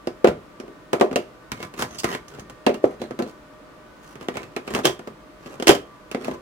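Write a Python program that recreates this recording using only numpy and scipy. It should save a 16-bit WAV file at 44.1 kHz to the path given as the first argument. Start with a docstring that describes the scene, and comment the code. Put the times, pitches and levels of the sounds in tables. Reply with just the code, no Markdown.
"""A small cooling fan hums faintly all through, while a hand packs plastic paint tubes into a small fridge.
Firm knocks come first, then light ticks and short scrapes as pushed tubes stick and slip along the plastic.
More knocks and scrapes follow, with a pause after 3.3 s; a very hard knock comes near 5.7 s, then a few more.
Each blow adds ringing modes of the hollow cabinet to dense coloured noise, split into thud, knock, clack
and tick. Slides are trains of tiny blows, the fan is shaped noise, and the loudest peaks overload."""
import sys
import numpy as np
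from scipy import signal
from scipy.fft import rfft, irfft, next_fast_len
from scipy.io import wavfile

SR = 44100
rng = np.random.default_rng(int(sys.argv[2]) if len(sys.argv) > 2 else 0)


def master_out(mix):
    """Clip the mix to full scale and print it as 16-bit PCM to the path in sys.argv[1]."""
    frames = np.transpose(np.atleast_2d(mix))
    ceiling = np.clip(frames, -1, 1)
    pcm = np.round(ceiling * 32767).astype(np.int16)
    wavfile.write(sys.argv[1], SR, pcm)


N = 282681
RING = np.arange(9000) / SR  # time axis of one ringing blow, in seconds

# The four voices of struck plastic: thud, knock, clack and tick.
# Each row: low edge in Hz, high edge in Hz, dense ringing against the modes in dB, crack level in dB,
# early decay time in s, tail level in dB, time for the tail to fall 60 dB in s.
VOICES = [(50, 165, 5.5, -6, 0.04, -7, 0.36), (209, 820, -0.5, -12, 0.0079, -11.5, 0.28),
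          (759, 3340, 5, 0, 0.01, -7.5, 0.24), (3840, 40000, 6, 2, 0.0057, -8, 0.2)]


def amp(db):
    """Turns decibels into a gain."""
    return 10 ** (np.asarray(db) / 20)


def evened(x):
    """Scales a sound to an rms level of 1."""
    return x / np.sqrt(np.mean(x ** 2) + 1e-20)


def unit(x):
    """Scales a sound to an average energy of 1 per channel."""
    return evened(x) / np.sqrt(x.shape[-1])


def read(points, hz):
    """Reads a table between its points, on a log-frequency axis."""
    f, value = np.transpose(points)
    return np.interp(np.log(hz + 1), np.log(f), value)


def add(mix, s, sound):
    """Mixes a sound in, starting at s seconds."""
    part = mix[:, max(round(s * SR), 0):][:, :sound.shape[-1]]
    part += sound[:, :part.shape[-1]]


def band(x, low_hz, high_hz):
    """Keeps only the sound between two frequencies."""
    edges_hz = [low_hz, min(high_hz, SR * .45)]
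    return signal.sosfilt(signal.butter(N=3, Wn=edges_hz, btype="band", fs=SR, output="sos"), x)


def noise(spectrum, same, size, count=1):
    """Makes rows of coloured stereo noise whose two sides are partly alike."""
    hz = np.fft.rfftfreq(size, 1 / SR)
    left, other = rfft(rng.standard_normal((2, count, size))) * amp(read(spectrum, hz))
    likeness = np.clip(read(same, hz), 0, 1)
    right = likeness * left + np.sqrt(1 - likeness ** 2) * other
    return evened(irfft(np.stack([left, right], axis=1), size))


def fan(air_db=-47.5, width_hz=3.1):
    """Moving air is broad noise; the fan and its housing add narrow noise bands, heard as wavering tones."""
    # Each row: frequency in Hz, relative level of room and fan air in dB per Hz.
    air_spectrum = [(15, -30), (25, -19), (55, -4), (84, -20.5), (123, -9), (256, -9.5), (293, -4),
                    (384, -10.5), (607, -10.5), (775, -16.5), (1190, -12), (1400, -15.5), (1520, -18),
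                    (2840, -25.5), (16000, -45.5)]
    # Each row: frequency in Hz, left-right likeness from 0 to 1.
    air_likeness = [(60, 0.48), (180, 1), (550, 0.38), (1650, 0.006), (5000, 0.034), (15000, 0.22)]
    # Each row: tone of the fan or its housing in Hz, level in dB.
    fan_tones = [(291, -64.5), (500, -67), (613, -59.5), (872, -74), (996, -68), (1168, -59), (1502, -66.5),
                 (1836, -68.5)]
    size = next_fast_len(N)
    hz = np.fft.rfftfreq(size, 1 / SR)
    lines = sum(amp(db) / (1 + ((hz - f) / width_hz) ** 2) for f, db in fan_tones)
    hum = evened(irfft(rfft(rng.standard_normal(size)) * lines, size))
    hum = hum * np.linalg.norm(amp([db for _, db in fan_tones]))
    air = amp(air_db) * noise(air_spectrum, air_likeness, size=size)[0]
    return (air + hum)[:, :N]


def shell(x, ring_hz, ring_db=4, sharpness=11, overtone=1.65, overtone_db=-5, cap_hz=2800, cap_db=4):
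    """The tube wall stresses one resonance and its overtone; stiff caps ring higher and more clearly."""
    cap = np.clip(1 + 3 * np.log2(ring_hz / cap_hz), 0, 1)  # 0 for a soft tube, 1 for a stiff cap

    def resonance(hz):
        return signal.lfilter(*signal.iirpeak(min(hz, SR * .4), sharpness, fs=SR), x)

    first, second = resonance(ring_hz), resonance(ring_hz * overtone)
    return x + amp(ring_db + cap_db * cap) * first + amp(overtone_db) * second


def strikes(centres_hz, rings_hz, knocks_db):
    """A contact sets off cabinet modes and many tiny ones; returns (strikes, voices, channels, samples)."""
    # Modes of the cabinet, its cavity and the shelf.
    # Each row: frequency in Hz, relative level in dB, time to fall 60 dB in s.
    mode_table = [(68, -8, 0.51), (131, -18, .14), (159, 8.5, 0.054), (221, -5, 0.28), (255.1, -0.5, 0.15),
                  (283, -38, 0.25), (348.4, -4.5, 0.2), (372.2, -3, 0.14), (402.2, -4.5, 0.2),
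                  (431, -12.5, 0.27), (494.2, -4, 0.18), (516, -6, 0.072), (566, -4, 0.14),
                  (610, -8.5, 0.28), (705.7, -3, 0.14), (786, -15.5, 0.076), (1018, -2, 0.22),
                  (1185, 0.5, 0.08), (1290, -3.5, 0.24), (1540, -27, .18), (1710, -30, 0.21),
                  (2204, -10.5, 0.15), (2440, -40, 0.098), (2650, 0, 0.024), (2740, -2, 0.053),
                  (2980, 2, 0.024), (3190, -22, 0.29), (3125, -10, 0.033), (3720, -50, 0.047),
                  (4700, -20, 0.18), (9200, -25, .15)]
    # Countless small modes. Each row: frequency in Hz, relative level in dB per Hz.
    dense_spectrum = [(50, -15), (400, 14), (900, 3.5), (1400, 5), (2000, 1), (3000, -5), (4500, -2.5),
                      (6200, -0.5), (8000, -4), (11000, -8.5), (16000, -14.5)]
    dense_likeness = [(200, 1.0), (700, 0.6), (2000, 0.15), (12000, 0.067)]  # Hz, left-right likeness
    place_db, focus_db = 2, 10  # random spread per mode; loss one octave or more from the centre
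    push_db, push_growth, push_s = 11, 0.073, 0.0016  # level at 0 dB strength, dB per dB, decay time
    crack_s = 0.0016  # decay time of the crack

    count = len(centres_hz)
    centre, knock_db = np.asarray(centres_hz)[:, None], np.asarray(knocks_db)[:, None]
    hz, db, t60 = np.transpose(mode_table)
    # the place of contact weights the modes, favouring those near the centre of the knock
    octaves = np.minimum(abs(np.log2(hz / centre)), 1)
    place = place_db * rng.standard_normal((count, len(hz)))
    weights = amp(db + place - focus_db * octaves ** 2)
    modes = weights @ (np.sin(2 * np.pi * hz[:, None] * RING) * amp(-60 * RING / t60[:, None]))
    # the panel's first swing dies away fast and is a little larger under a hard blow
    swing = np.sin(2 * np.pi * centre * RING) * np.exp(-RING / push_s)
    modes = modes + amp(push_db + push_growth * knock_db) * swing
    dense = noise(dense_spectrum, dense_likeness, size=len(RING), count=count)
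    modes = np.array([shell(x, f) for x, f in zip(modes, rings_hz)])
    dense = np.array([shell(x, f) for x, f in zip(dense, rings_hz)])

    voices = []
    for low_hz, high_hz, dense_db, crack_db, early_s, tail_db, tail_t60 in VOICES:
        crack = amp(crack_db) * np.exp(-RING / crack_s)
        inside_box = np.exp(-RING / early_s)  # reflections inside the box
        room = amp(tail_db - 60 * RING / tail_t60)
        tones = band(modes, low_hz, high_hz)
        washes = band(dense * (crack + inside_box + room), low_hz, high_hz)
        voices.append([unit(unit(tone) + amp(dense_db) * unit(wash)) for tone, wash in zip(tones, washes)])
    return np.swapaxes(voices, 0, 1)


def voice_levels(strength_db, hardness_db, weight_db, ring_hz):
    """A hard cap is bright, a soft tube dull: gives thud, knock, clack and tick levels in dB."""
    # One row each for thud, knock, clack and tick.
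    # Each row: level in dB, share of strength, share of hardness, share of weight (all in dB per dB).
    drive = [(-31, .5, .3, 1), (0, 1, 0, 0), (-7.5, 1, .6, 0), (-21, 1, 1, 0)]
    # A tube ringing in the middle clacks most, a small high-ringing cap least.
    # Each row: ring in Hz, added clack in dB.
    clack_by_ring = [(1000, 0.5), (1500, -0.5), (2300, 2), (2850, -3), (5000, -4)]
    levels_db = np.dot(drive, [1, strength_db, hardness_db, weight_db])
    return levels_db + [0, 0, read(clack_by_ring, ring_hz), 0]


def slides(centre_hz=370, wander=0.017, count=2):
    """Stick and slip: a swelling train of tiny uneven blows, whose ring shifts as the contact moves on."""
    # Tubes pushed along the plastic. Each row: start in s, hardest moment in s, end in s, strength in dB,
    # hardness of the contact in dB, weight (how much sinks into the cabinet) in dB, ring of the tube in Hz.
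    slide_table = [(1.542, 1.624, 1.68, -44.5, 17.5, 2, 2230), (1.758, 1.81, 1.86, -30, 15.5, 1, 1040),
                   (1.874, 1.944, 1.99, -42.5, 19, 1, 6200), (1.981, 1.992, 2.018, -59.5, 52, -13, 4870),
                   (2.038, 2.128, 2.185, -32.5, 13, 0, 2010), (2.243, 2.385, 2.44, -43, 9.5, 1, 1470),
                   (2.815, 2.842, 2.99, -40.5, 6.5, -4, 1300), (2.987, 3.02, 3.08, -31.5, 0.5, 3, 4100),
                   (3.207, 3.31, 3.32, -63.5, 30, -16, 1390), (3.932, 4.113, 4.15, -57.5, 22.5, -5, 1150),
                   (4.197, 4.216, 4.28, -39.5, 7, -9, 1150), (4.288, 4.39, 4.41, -39.5, 7, -5, 2250),
                   (4.374, 4.394, 4.55, -41.5, 5, 0, 2540), (4.639, 4.774, 4.82, -27.5, 5, -1, 1080),
                   (4.828, 4.879, 4.91, -21, 11, 2.5, 3460), (5.371, 5.514, 5.62, -43.5, 10, -7, 1150),
                   (5.663, 5.684, 5.74, -16.5, 16.5, -8, 3100), (6.148, 6.285, 6.37, -32, 4, 1, 1090)]
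    slips_per_s, slip_spread_db = 700, 5
    out = np.zeros((2, N))
    sizes = amp(slip_spread_db * np.minimum(rng.exponential(1, N), 4)) * rng.choice([-1, 1], N)
    slips = sizes * (rng.random(N) < slips_per_s / SR)
    # each slide touches at `count` places with slightly different rings
    *_, strengths_db, _, _, rings_hz = np.repeat(slide_table, count, axis=0).T
    rings_hz = rings_hz * np.exp(wander * rng.uniform(-1.5, 1, len(rings_hz)))
    places = strikes([centre_hz] * len(rings_hz), rings_hz, strengths_db)
    places = places.reshape(len(slide_table), count, len(VOICES), 2, -1)
    for (start, hardest, end, *contact), contacts in zip(slide_table, places):
        at = np.arange(max(int(start * SR), 0), min(int(end * SR), N))
        force = evened(slips[at]) * np.interp(at / SR, [start, hardest, end], [0, 1, 0])
        # the contact moves on as the energy is spent
        spent = np.cumsum(force ** 2) / (np.sum(force ** 2) + 1e-20)
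        place = np.round((count - 1) * spent)
        gains = amp(voice_levels(*contact))
        for k, voices in enumerate(contacts):
            ring = np.tensordot(gains, voices, 1)
            add(out, start, signal.fftconvolve((force * (place == k))[None], ring, axes=1))
    return out


def blows():
    """Single contacts of tubes with walls, shelf and each other: strong, hard ones knock higher, heavy lower."""
    # Each row: start in s, strength in dB, hardness of the contact in dB,
    # weight (how much of the blow sinks into the cabinet) in dB, ring of the tube in Hz.
    blow_table = [(0.072, -21.5, -1, 1, 5110.0), (0.2445, -5.5, -11.5, -17, 1490),
                  (0.2727, -16, -1.5, -12, 1360), (0.284, -21.5, -1.5, 14, 1480), (0.6, -33, 4, -20, 5500),
                  (0.637, -41, -24, -3.0, 1180.0), (0.68, -39, -7, -2, 1140.0),
                  (0.9312, -16.0, 2, 0, 1360.0), (0.9983, -32.5, 7, -11, 1150),
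                  (1.0109, -9, -4.5, -7, 1130), (1.113, -26.5, -7.5, 2, 1510.0),
                  (1.129, -30, 0.5, 4, 1150.0), (1.1588, -16, 6.5, -5, 2840), (1.518, -36, 21, 6.5, 2360),
                  (1.6023, -35.5, -1, -4, 2100), (1.628, -38.5, 17, 1.0, 2320), (1.739, -41, 11, -3, 2580),
                  (1.796, -42.5, 19, -11, 990), (1.8228, -28, 18, 1.5, 940), (2.034, -38, 17, -6.0, 1240),
                  (2.0431, -20, 9.5, 6, 1220), (2.149, -30.5, 10.5, -19, 2180),
                  (2.282, -65, 38, -5, 6200.0), (2.385, -38.5, -9, 13, 2480),
                  (2.396, -67.5, 41.5, -12, 6400), (2.4978, -44.5, 15.5, -1, 1210),
                  (2.6651, -11.0, -1.5, -6, 2570.0), (2.693, -22.0, -10, 3, 2240.0),
                  (2.7426, -33, 8.5, -1, 2800), (2.8407, -10, -26, 5, 1300), (3.0167, -28, 2, -1, 3960),
                  (3.1086, -29.0, -4.0, 3.0, 1310.0), (3.1901, -26, 2, 2, 1520),
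                  (3.199, -21, -12, -5, 1360.0), (3.2228, -29.5, 5.5, 2, 4170.0),
                  (3.264, -35, -7, -5, 1390.0), (4.155, -41.0, 6.5, 5, 1190.0), (4.211, -38.5, 5, 2, 1110),
                  (4.2853, -23.5, 1, -4, 1920), (4.3552, -32.5, -2, -6, 2300.0),
                  (4.3697, -31.5, 11, 0, 2240.0), (4.431, -41, 9.5, 2, 2600), (4.564, -25.5, 5.5, -8, 2470),
                  (4.677, -32, 6.5, -7.0, 2420), (4.706, -38, 9, 5, 1230.0), (4.72, -39, -10, 10, 3060.0),
                  (4.738, -32.5, 11.5, 9, 1070.0), (4.7491, -23.5, 12, -12, 920),
                  (4.789, -26, 2.5, -8, 1370.0), (4.8464, -22.0, 5, -4, 3190.0),
                  (4.853, -17.0, 18.5, -11.0, 3190), (4.9927, -36.5, 4, -6.0, 1460),
                  (5.0736, -32.0, 1.5, 1, 1200), (5.4601, -38.0, 3, -8.0, 2900.0),
                  (5.599, -27.5, 3, -12, 2980.0), (5.6241, -25, 9, -13, 3160),
                  (5.671, -14.5, 12.0, -18, 2750), (5.6799, -21.5, 24.5, -4, 2870),
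                  (5.692, -4.5, 3.5, 0, 3150), (5.702, -32, 15, 4, 2780.0), (5.75, -28.5, 12, 0, 3200.0),
                  (6.114, -35.5, 14.5, -9, 2700.0), (6.147, -21.5, -5, -5, 2070),
                  (6.2461, -44, 21.5, -12, 2530.0), (6.282, -24.0, -10, 4, 1160.0),
                  (6.3124, -29.5, -2.5, 2, 1100)]
    soft_db, hard_db = -27, -10  # strength of a light touch and of a hard blow
    soft_hz, hard_hz = 308, 474  # centres of their knocks, before hardness and weight shift them
    hard_rise, heavy_drop = 0.0027, 0.0081  # octaves per dB of hardness and of weight
    out = np.zeros((2, N))
    span = np.sqrt(SR / 50)  # levels count over a fiftieth of a second
    _, strengths_db, hardnesses_db, weights_db, rings_hz = np.transpose(blow_table)
    centres_hz = np.interp(strengths_db, [soft_db, hard_db], [soft_hz, hard_hz])
    centres_hz = centres_hz * 2 ** (hard_rise * hardnesses_db - heavy_drop * weights_db)
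    rings = strikes(centres_hz, rings_hz, strengths_db)
    for (s, *contact), voices in zip(blow_table, rings):
        add(out, s, span * np.tensordot(amp(voice_levels(*contact)), voices, 1))
    return out


def ports(x):
    """Two close microphones differ in level and phase by pitch: the right one hears the fridge brighter."""
    # Each row: frequency in Hz, left minus right level in dB.
    side_db = [(60, 0), (160, 0), (450, -0.5), (740, 0), (1200, 1.5), (2000, -2.5), (2900, -6.5),
               (4000, -3), (9000, -6), (15000, -6.5)]
    # Each row: frequency in Hz, how far the left leads in radians.
    side_phase = [(50, 0), (300, 0.32), (600, 1.22), (900, -1.13), (1400, -2.5), (2200, -1.7),
                  (3200, -1.83), (4400, -3.1), (6000, -2), (15000, -14)]
    size = next_fast_len(N + len(RING))
    hz = np.fft.rfftfreq(size, 1 / SR)
    tilt = amp(read(side_db, hz))
    left = tilt * np.exp(1j * read(side_phase, hz))
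    right = np.ones(len(hz))
    gains = np.array([left, right]) / np.sqrt((1 + tilt ** 2) / 2)  # keeps the mean power
    return irfft(rfft(x, size) * gains, size)[:, :N]


def scene():
    """Knocks and scrapes over the fan."""
    return ports(blows() + slides()) + fan()


def record(dry, edge_hz=16300):
    """The loudest peaks overload and clip at full scale; then a low-pass removes the highest treble."""
    clipped = np.clip(dry, -1, 1)
    low_pass = signal.firwin(511, edge_hz, window=("kaiser", 8), fs=SR)
    return signal.oaconvolve(clipped, low_pass[None], "same")


dry = scene()
out = record(dry)
master_out(out)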